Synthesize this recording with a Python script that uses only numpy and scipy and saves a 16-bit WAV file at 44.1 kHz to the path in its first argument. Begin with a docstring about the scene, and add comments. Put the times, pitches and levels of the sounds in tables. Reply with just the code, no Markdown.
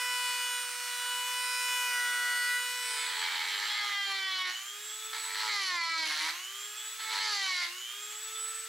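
"""At a workbench, a handheld rotary tool carves a block of wood, close to a stereo microphone.
A fine bit engraves at nearly steady speed: shaft orders plus a noise scrape once a turn. It dissolves into a
coarse cone burr, pressed in three times; load bogs the motor down, and lifting lets it spin up again.
Burr cuts are pulse trains and noise bites in the block's colours, with splinter crackle. The motor whines
and throbs with the mains; its fan hisses; bench and walls reflect the tool."""
import sys
import numpy as np
from scipy import signal
from scipy.fft import rfft, irfft
from scipy.io import wavfile
from scipy.ndimage import uniform_filter1d, minimum_filter1d

SR = 44100
rng = np.random.default_rng(int(sys.argv[2]) if len(sys.argv) > 2 else 0)


def file_out(sig):
    """Save sig as 16-bit WAV at sys.argv[1]."""
    # one column per channel
    cols = np.atleast_2d(sig).T
    # limit, then scale
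    lim = np.clip(cols, -1, 1)
    pcm = np.round(lim * 32767).astype(np.int16)
    wavfile.write(sys.argv[1], SR, pcm)


N = 382788
T = np.arange(N) / SR
MAINS_HALF_WAVE_HZ = 120
FREE_HZ = 448.5  # unloaded burr speed
LOOSE_GRIP = 0.45  # share of a light touch that repeats every turn
MAINS_SWAY_RAD = 0.4
BURR_FADE_S = (2.3, 2.85)  # from, to

# fine bit speed: t/s, f/Hz
FINE_SPEED = [(0.0, 493.5), (0.01, 495.1), (0.87, 490.1), (1.51, 496.3), (1.86, 493.3), (2.02, 489.6),
              (2.43, 489.7), (2.9, 496.0)]
# fine bit buzz: shaft order, relative level/dB
FINE_BUZZ = [(2, -0.5), (6, 1.5)]
# fine bit chatter: shaft order, relative level/dB
FINE_CHATTER = [(3, 0), (4, 0), (7, -14)]
# outline of the upper orders: shaft order, relative level/dB
FINE_OVERTONES = [(7, -3), (8, -3), (12, -6.5), (13, -6), (15, -6.5), (17, -6), (19, -8.5), (21, -9),
                  (24, -12.5), (31, -15)]
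# level curves: t/s, buzz level before offset/dB, overtone level before offset/dB
FINE_LEVEL = [(0.0, -42, -44), (0.31, -40, -42), (0.38, -42.5, -43), (0.54, -43, -43), (0.73, -49.5, -50.5),
              (0.97, -46, -45), (1.11, -42.5, -45), (1.56, -41.5, -42.5), (1.85, -40, -41.5),
              (1.91, -43.5, -43.5), (2.1, -44.5, -45.5), (2.34, -43.5, -45.5), (2.43, -46.5, -43.5),
              (2.62, -44, -44.5), (3.03, -45, -47), (3.05, -43, -47)]
# unequal strikes of the skipping bit: shaft order, relative level/dB
SKIP_ORDERS = [(0.75, -14), (1.5, -4), (4.5, 1.5), (6.5, -8), (7.5, -4), (8.5, -4), (9.5, -4), (10.5, -1),
               (11.5, 2.5), (12.5, -7)]
# skipping: t/s, level/dB
SKIP_LEVEL = [(0.0, -58.5), (1.15, -56.5), (1.3, -76), (1.6, -76), (1.9, -49), (2.1, -47.5), (2.38, -49),
              (2.5, -63), (2.9, -68)]
# fifth harmonic: t/s, level/dB
FIFTH_LEVEL = [(0.0, -43), (0.35, -42.5), (0.7, -49), (1.1, -49), (1.35, -45), (1.7, -40.5), (1.9, -39.5),
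               (2.02, -50), (2.35, -54), (2.5, -46), (2.9, -47)]
# ringing shank: shaft order, relative level/dB
SHANK_RING = [(9, -4.5), (10, -1.5), (11, -3.5)]
# shank ring: t/s, level/dB
RING_LEVEL = [(0.0, -43), (0.31, -42.5), (0.35, -46.5), (0.96, -48.5), (1.27, -51), (1.28, -45.5),
              (1.54, -40.5), (1.85, -42), (2.08, -52.5), (2.47, -40.5), (2.58, -47.5), (2.9, -45)]
# dry scrape spectrum: f/Hz, relative density/dB per Hz
SCRAPE_COLOUR = [(100, -50), (240, -54), (380, -19), (650, -56), (900, 2.5), (1300, 9), (2000, 8.5),
                 (3300, 1.5), (4300, 7.5), (6500, -12), (9000, 4.5), (12000, -3), (16000, -32)]


def fine_bit():
    """The bit strikes the groove once a turn: buzz, chatter, skips, shank ring, scrape, motor whine."""
    turns = shaft_turns(curves(FINE_SPEED)[0], flutter=0.00025)
    buzz_curve_db, overtone_curve_db = curves(FINE_LEVEL)
    buzz_db, overtone_db = buzz_curve_db + 2.5, overtone_curve_db + 1.5
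    bout = contact(start=1.85, attack=0.13, end=2.57)  # stronger chatter
    sway = MAINS_SWAY_RAD

    unbalance = undb(-59) * partials(turns, [(1, 0)], waver_db=-0.5, waver_rate=3.4, throb=0.02, rock=0.02)
    buzz = undb(buzz_db) * partials(turns, FINE_BUZZ, waver_db=1.5, waver_rate=4.86, throb=0.027, rock=0.034)

    chatter_gain = np.hypot(undb(buzz_db - 0.5), undb(-33.7) * bout)
    chatter = chatter_gain * partials(turns, FINE_CHATTER, waver_db=2.0, waver_rate=6.5,
                                      throb=0.092, rock=0.029, sway=sway)
    skip = undb(curves(SKIP_LEVEL)[0]) * partials(turns, SKIP_ORDERS, waver_db=2.0, waver_rate=7,
                                                  throb=0.1, rock=0.02)
    fifth = undb(curves(FIFTH_LEVEL)[0]) * partials(turns, [(5, 0)], waver_db=0.5, waver_rate=7,
                                                    throb=0.16, rock=0.016, sway=sway)

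    order, db = np.transpose(FINE_OVERTONES)
    others = (9, 10, 11, 18)  # played by ring and whine
    upper = [(k, np.interp(k, order, db)) for k in range(7, 32) if k not in others]
    overtones = undb(overtone_db) * partials(turns, upper, waver_db=3.5, waver_rate=6.97,
                                             throb=0.16, rock=0.04, sway=sway)
    ring = undb(curves(RING_LEVEL)[0]) * partials(turns, SHANK_RING, waver_db=3.5, waver_rate=5.03,
                                                  throb=0.16, rock=0.03, sway=sway)
    whine = undb(-46) * partials(turns, [(18, 0)], waver_db=2.0, waver_rate=12, throb=0.075, rock=0.013)

    sizes = undb(2.1 * rng.standard_normal(8192))
    scrape = undb(-47.5 + 1 * bout) * colour(bites(turns, sizes, length=0.56), SCRAPE_COLOUR)
    scrape = scrape * (1 - ramp(2.5, 3.0))
    return unbalance + buzz + chatter + skip + fifth + overtones + ring + whine + scrape


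# block under the gripping burr: f/Hz, first-cut relative level/dB, later-cut relative level/dB
CUT_COLOUR = [(310, -23, -21), (645, -23, -16.5), (740, -15.5, -16), (841, -8, -2.5), (970, -4.5, 2.5),
              (1186, -5.5, -2), (1325, -4.5, 3.5), (1558, -6, -5), (2010, 2, 6), (2295, 2, 4.5),
              (2450, -11, -8), (2780, -8.5, -13), (3075, 4, 0.5), (3430, 0.5, -8), (3670, -2.5, -5),
              (4300, -1.5, 3.5), (4860.5, -7, -4), (5670, -12.5, -12.5), (6500, -26, -19), (9000, -51, -42)]
# loose rasp: f/Hz, relative density/dB per Hz
RASP_COLOUR = [(40, -66), (200, -40), (330, -24), (620, -24.5), (850, -8), (1450, -6.5), (1700, 2),
               (2100, 1), (2700, -6.5), (3500, -1), (4200, 3.5), (5400, -14), (7400, -14), (8600, -16.5),
               (15000, -29.5)]
# fibres torn by the gripping teeth: f/Hz, relative density/dB per Hz
GRIT_COLOUR = [(300, -47.5), (900, -22), (2100, -5.5), (2750, -14), (3500, -8), (4250, 3), (5200, -10),
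               (6200, -6), (6900, -13), (7400, -4), (8200, -20), (15000, -41)]
# splinter crackle: f/Hz, relative density/dB per Hz
SPLINTER_COLOUR = [(500, -38), (3000, 5.5), (6000, 4), (8500, -16), (9700, -3), (11300, -7), (12300, -25),
                   (16000, -35)]


def burr_cut(turns, sag_hz, strength, grip, bright_db, splinters):
    """A loose burr rasps; a gripping one bites once a turn, growling and tearing grit; splinters crackle."""
    pressure, swing_turns = bouncing()
    rasp_sizes = undb(2.5 * rng.standard_normal(8192))
    rasp = colour(pressure * bites(turns, rasp_sizes, length=0.74), RASP_COLOUR)
    grit_sizes = undb(1.4 * rng.standard_normal(8192))
    grit = colour(pressure * bites(turns, grit_sizes, length=0.67), GRIT_COLOUR)

    harmonics = [(k, 0) for k in range(1, 18)]
    between = [(k + 0.5, -18.0) for k in range(1, 15)]  # alternate turns cut unequally
    # grain catches the teeth early or late, more so in a loose grip
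    jitter_turns = 0.0025 + 0.025 * (1 - grip) ** 2
    snagged = turns + swing_turns + jitter_turns * walk(260)
    teeth = pressure * partials(snagged, harmonics + between, waver_db=4.5, waver_rate=24,
                                throb=0.072, rock=0.0049, spread=2.5)

    hz, first_db, later_db = np.transpose(CUT_COLOUR)
    first = colour(teeth, np.c_[hz, first_db]) + undb(-14.5) * grit
    later = colour(teeth, np.c_[hz, later_db]) + undb(-7.5) * grit
    growl = np.where(T < 4.9, unit(first), unit(later))
    cut = np.sqrt(grip) * growl + np.sqrt(1 - grip) * rasp

    # bright_db sets the block's high resonances against its low ones
    low = signal.sosfiltfilt(signal.butter(4, 2700, fs=SR, output="sos"), cut)
    cut = unit(low) + undb(bright_db) * unit(cut - low)
    stutter_db = 1.1 * walk(22)  # uneven hand pressure
    sag_db = 0.005 * sag_hz

    snaps_per_s = 1500
    struck = rng.random(N) < snaps_per_s / SR
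    snaps = struck * rng.standard_normal(N) * undb(3.1 * rng.standard_normal(N))
    crackle = splinters * undb(4.0 * walk(16)) * colour(snaps, SPLINTER_COLOUR)
    return strength * undb(sag_db + stutter_db) * cut + crackle


# burr on wood: touch t/s, attack/s, lift t/s, low-band level/dB, load at which it grips/Hz,
# best grip/0-1, treble rise with grip/dB, splinter level/dB
BURR_CUTS = [(2.75, 0.56, 4.485, -34.5, 40.3, 0.99, -1, -49), (5.125, 0.01, 5.175, -39.5, 40, 0.4, 0, -70),
             (5.225, 0.024, 5.36, -41.5, 40, 0.5, 10, -70), (5.31, 0.12, 6.295, -32.5, 45, 1, 1.5, -37.5),
             (6.99, 0.0065, 7.09, -45.5, 40, 0.5, 0, -70), (7.06, 0.076, 7.61, -34.5, 34, 0.96, 4.5, -40)]
# bouncing, some rows near a fifth or a half of the shaft speed: start t/s, end t/s, first rate f/Hz, last rate
# f/Hz, depth/dB, # swing of the bites/turns, change of cut strength and grip/dB
BOUNCES = [(3.05, 3.394, 88.34, 84, 4, 0.084, -1.4), (3.417, 3.679, 88, 107.4, 3, 0.063, -2.5),
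           (3.696, 3.9, 110, 125, 4, 0.021, -0.9), (4.44, 4.5, 122, 121.4, 3.5, 0.022, 0.5),
           (5.12, 5.17, 60, 60, 4, 0.065, -1.5), (5.229, 5.487, 89.84, 113.8, 4.5, 0.063, -2),
           (6.055, 6.332, 154.5, 157.5, 4, 0.082, -5.5), (7.106, 7.193, 99.6, 100.2, 7.5, 0.051, 0),
           (7.208, 7.288, 99.7, 108.7, 3, 0.03, 2), (7.602, 7.71, 118.2, 116, 1, 0.024, 1)]


def burr_contact(load_hz):
    """Load makes the teeth grip: returns cut strength, grip (share repeating every turn), treble, splinters."""
    strength, grip, bright_db, splinters = undb(-60.5), LOOSE_GRIP, -1, 0  # spinning in air
    for touch, attack, lift, db, grip_load, best_grip, treble_db, splinter_db in BURR_CUTS:
        pressed = contact(touch, attack, lift)
        hold = pressed * (1 - np.exp(-(load_hz / grip_load) ** 2))
        strength = np.hypot(strength, undb(db) * pressed)
        grip = grip + (best_grip - LOOSE_GRIP) * hold
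        bright_db = bright_db + treble_db * hold ** 2
        splinters = splinters + undb(splinter_db) * hold
    for start, end, *_, change_db in BOUNCES:
        kept = undb(change_db * contact(start, 0.012, end))
        strength, grip = strength * kept, grip * kept
    return strength, np.clip(grip, 0, 1), bright_db, splinters


def bouncing():
    """Bounces modulate pressure on the wood and make bites early or late; returns pressure and turns."""
    pressure, swing = 1, 0
    stumble_cycles = 0.035 * walk(40)
    for start, end, first_hz, last_hz, depth_db, swing_turns, _ in BOUNCES:
        rate_hz = np.interp(T, [start, end], [first_hz, last_hz])
        angle = 2 * np.pi * (np.cumsum(rate_hz) / SR + stumble_cycles)
        active = contact(start, 0.011, end)
        pressure = pressure + active * (unit(undb(depth_db * np.cos(angle))) - 1)
        swing = swing + active * swing_turns * np.sin(angle)
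    return pressure, swing


# load on the burr, one curve per cut: t/s, speed it would cost if held f/Hz
BURR_LOADS = [
    [(2.61, 0), (3.14, 25), (3.67, 37), (3.81, 53), (4.47, 104), (4.55, 0)],
    [(5.25, 0), (5.404, 34), (5.576, 136), (5.752, 186), (5.876, 127), (6.11, 183), (6.32, 0)],
    [(7.0, 0), (7.21, 27), (7.315, 117), (7.65, 147), (7.715, 0)],
]


def pressing_load():
    """Load from the hand's three presses, as the speed it would cost in Hz."""
    return sum(curves(cut)[0] for cut in BURR_LOADS)


def lost_speed(load_hz):
    """Hz below free speed: rotor inertia makes it follow the load late, down and up."""
    inertia_s = 0.298
    keep = np.exp(-1 / (inertia_s * SR))
    return signal.lfilter([1 - keep], [1, -keep], load_hz)


# shaft and housing hum: shaft order, relative level/dB
HUM_ORDERS = [(2, -13.5), (3, -1), (4, -3), (6, -1.5), (7, 0.5), (9, 0), (10, -11), (14, -11), (15, -14),
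              (16, -1.5), (31, -16), (32, -15)]
# commutator whine: shaft order, relative level/dB
WHINE_ORDERS = [(18, -2), (36, -21)]
# howl: shaft order, relative level/dB
HOWL_ORDERS = [(8, 3), (16, -28), (24, -24)]
# housing resonance passed by the howl: f/Hz, level before load damping/dB
HOWL_RESONANCE = [(2500, -66), (2780, -50), (3020, -43), (3330, -50.5), (3480, -49.5), (3570, -58)]
# unbalance tone against shaft speed: f/Hz, level before load waver/dB
UNBALANCE = [(310, -56), (335, -62), (355, -66), (390, -69.5), (420, -64.5), (445, -61.5)]


def burr_motor(turns, sag_hz, load_hz):
    """Speed sets unbalance, commutator whine and housing-resonant howl; load damps whine and howl."""
    shaft_hz = FREE_HZ - sag_hz
    # brief swell of whine and third harmonic
    swell_s, half_width_s = 8.45, 0.17
    swell = np.exp(-((T - swell_s) / half_width_s) ** 2)
    third = undb(-50.5) * swell * partials(turns, [(3, 0)], waver_db=3.0, waver_rate=15, throb=0.1, rock=0.02)

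    unbalance_db = np.interp(shaft_hz, *np.transpose(UNBALANCE))
    load_waver_db = 6 * np.tanh(load_hz / 100) * np.minimum(walk(16), 0.7)
    unbalance = undb(unbalance_db + load_waver_db) * partials(turns, [(1, 0)], waver_db=3.5, waver_rate=9,
                                                              throb=0.012, rock=0.012)
    hum = undb(-52.5) * partials(turns, HUM_ORDERS, waver_db=6.5, waver_rate=13, throb=0.11, rock=0.017)

    # whine drops fast with the first loss of speed
    whine_db = -40 - 1.5 * np.sqrt(np.maximum(sag_hz, 4)) - 0.0638 * load_hz + 5.5 * swell
    whine = undb(whine_db) * partials(turns, WHINE_ORDERS, waver_db=4.0, waver_rate=45,
                                      throb=0.043, rock=0.013)

    howl_hz = HOWL_ORDERS[0][0] * shaft_hz
    howl_db = np.interp(howl_hz, *np.transpose(HOWL_RESONANCE)) - 0.0736 * load_hz
    howl = undb(howl_db) * partials(turns, HOWL_ORDERS, waver_db=-3.0, waver_rate=50, throb=1.0, rock=0.054)
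    return unbalance + hum + third + whine + howl


# fan hiss: f/Hz, relative density/dB per Hz
AIR_COLOUR = [(40, -68), (150, -44.5), (300, -32), (600, -17.5), (850, -12), (1300, 1.5), (2400, 1),
              (3400, 1), (4200, -2), (5500, -1.5), (7600, 0), (9500, -5.5), (13500, -7.5), (16000, -11)]


def cooling_air(sag_hz, grip):
    """Fan hiss sinks with lost speed and grip; treble differs at the two microphones."""
    fine_db = 1.5 * (1 - ramp(*BURR_FADE_S))  # faster fine bit
    air_db = -45 + fine_db - 0.0163 * sag_hz - 6 * (grip - LOOSE_GRIP)
    mid, side = (colour(rng.standard_normal(N), AIR_COLOUR) for _ in range(2))
    side = signal.sosfilt(signal.butter(1, 9000, "high", fs=SR, output="sos"), side)
    sparks = 1 + 0.067 * np.cos(2 * np.pi * MAINS_HALF_WAVE_HZ * T)  # brushes fizz with the mains
    gain = undb(air_db + 0.5 * walk(24)) * sparks
    return gain * (mid + 0.79 * side * np.array([[1], [-1]]))


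def workshop(x, wet_db, t60_s):
    """Short reflections off bench and walls: decaying noise tails, different in each ear."""
    t = T[:SR // 3]
    tails = rng.standard_normal((2, len(t))) * np.exp(-np.log(1000) * t / t60_s) * (t > 0.002)
    tails = signal.sosfilt(signal.butter(1, 900, "high", fs=SR, output="sos"), tails)
    tails /= np.sqrt(np.sum(tails ** 2, axis=1, keepdims=True))
    return x + undb(wet_db) * signal.fftconvolve(x[None], tails, axes=1)[:, :N]


def shaft_turns(hz, flutter):
    """Shaft angle in turns; the speed trembles slightly."""
    return np.cumsum(hz * (1 + flutter * walk(45))) / SR


def partials(turns, orders, waver_db, waver_rate, throb, rock, spread=np.pi, sway=0):
    """Wavering shaft orders, rms 1; mains half-waves swell them, rock the rotor and sway phases (radians)."""
    mains = 2 * np.pi * MAINS_HALF_WAVE_HZ * T
    angle = 2 * np.pi * turns - rock * np.sin(mains)
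    out = 0
    for order, db in orders:
        # a small phase spread gathers the orders into one pulse a turn
        phase = order * angle + spread * rng.uniform(-1, 1)
        if sway:
            phase = phase + sway * np.sin(mains + 2 * np.pi * rng.random())
        level_db = db + waver_db * np.minimum(walk(waver_rate), 1)
        out = out + undb(level_db) * np.sin(phase)
    return unit(out * (1 + throb * np.cos(mains)))


def bites(turns, sizes, length):
    """Noise flares once a turn, each with its own size, decaying by 1/e in `length` turns."""
    return rng.standard_normal(N) * sizes[turns.astype(int)] * np.exp(-(turns % 1) / length)


def contact(start, attack, end):
    """Attack, hold and exponential release of a contact (times in s)."""
    release_tau_s = 0.052
    return ramp(start, start + attack) * np.exp(-np.maximum(T - end, 0) / release_tau_s)


def ramp(start, end):
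    """Rises from 0 to 1 between two times in s."""
    return np.clip((T - start) / max(end - start, 1 / SR), 0, 1)


def curves(table):
    """Columns of a table as smooth signals in time."""
    s, *columns = np.transpose(table)
    return [uniform_filter1d(np.interp(T, s, c), size=900, mode="nearest") for c in columns]


def walk(rate):
    """Random wander, about `rate` turns a second, spread near 1."""
    steps = rng.standard_normal(2048)
    return 1.2 * np.interp(T * rate, np.arange(len(steps)), steps)


def colour(x, points):
    """Causal minimum-phase filter with the given (f/Hz, level/dB) outline; output at rms 1."""
    hz, db = np.transpose(points)
    size = 4096
    grid = np.maximum(np.fft.rfftfreq(size, 1 / SR), 1)
    outline_db = np.interp(np.log(grid), np.log(hz), db)
    cepstrum = irfft(np.log(undb(outline_db)))
    cepstrum[1:size // 2] *= 2  # fold to minimum phase
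    cepstrum[size // 2 + 1:] = 0
    impulse = irfft(np.exp(rfft(cepstrum)))
    return unit(signal.fftconvolve(x, impulse)[:N])


def undb(db):
    """Decibels to gain."""
    return 10 ** (np.asarray(db) / 20)


def unit(x):
    """Scale to rms 1."""
    return x / np.sqrt(np.mean(x ** 2))


def limiter(x, ceiling):
    """Turns both channels down very briefly around each peak above the ceiling."""
    peak = -minimum_filter1d(-np.max(np.abs(x), axis=0), size=133)
    gain = ceiling / np.maximum(peak, ceiling)
    return x * uniform_filter1d(uniform_filter1d(gain, size=110), size=66)


def scene():
    """Fine bit dissolves into coarse burr, whose load sets speed, grip and hiss; tool slightly right."""
    load_hz = pressing_load()
    sag_hz = lost_speed(load_hz)
    turns = shaft_turns(FREE_HZ - sag_hz, flutter=0.001204)
    strength, grip, bright_db, splinters = burr_contact(load_hz)
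    cut = burr_cut(turns, sag_hz, strength, grip, bright_db, splinters)
    burr = cut + burr_motor(turns, sag_hz, load_hz)
    tool = (1 - ramp(2.95, 3.35)) * fine_bit() + ramp(*BURR_FADE_S) ** 2 * burr
    pan_db = 0.56
    sound = workshop(tool, wet_db=-10.5, t60_s=0.44) + cooling_air(sag_hz, grip)
    return sound * undb([[-pan_db], [pan_db]])


def record(dry):
    """Holds the peaks down and cuts the top steeply."""
    held = limiter(dry, ceiling=0.079)
    return signal.sosfilt(signal.ellip(12, 0.1, 90, 15750, fs=SR, output="sos"), held)


dry = scene()
out = record(dry)
file_out(out)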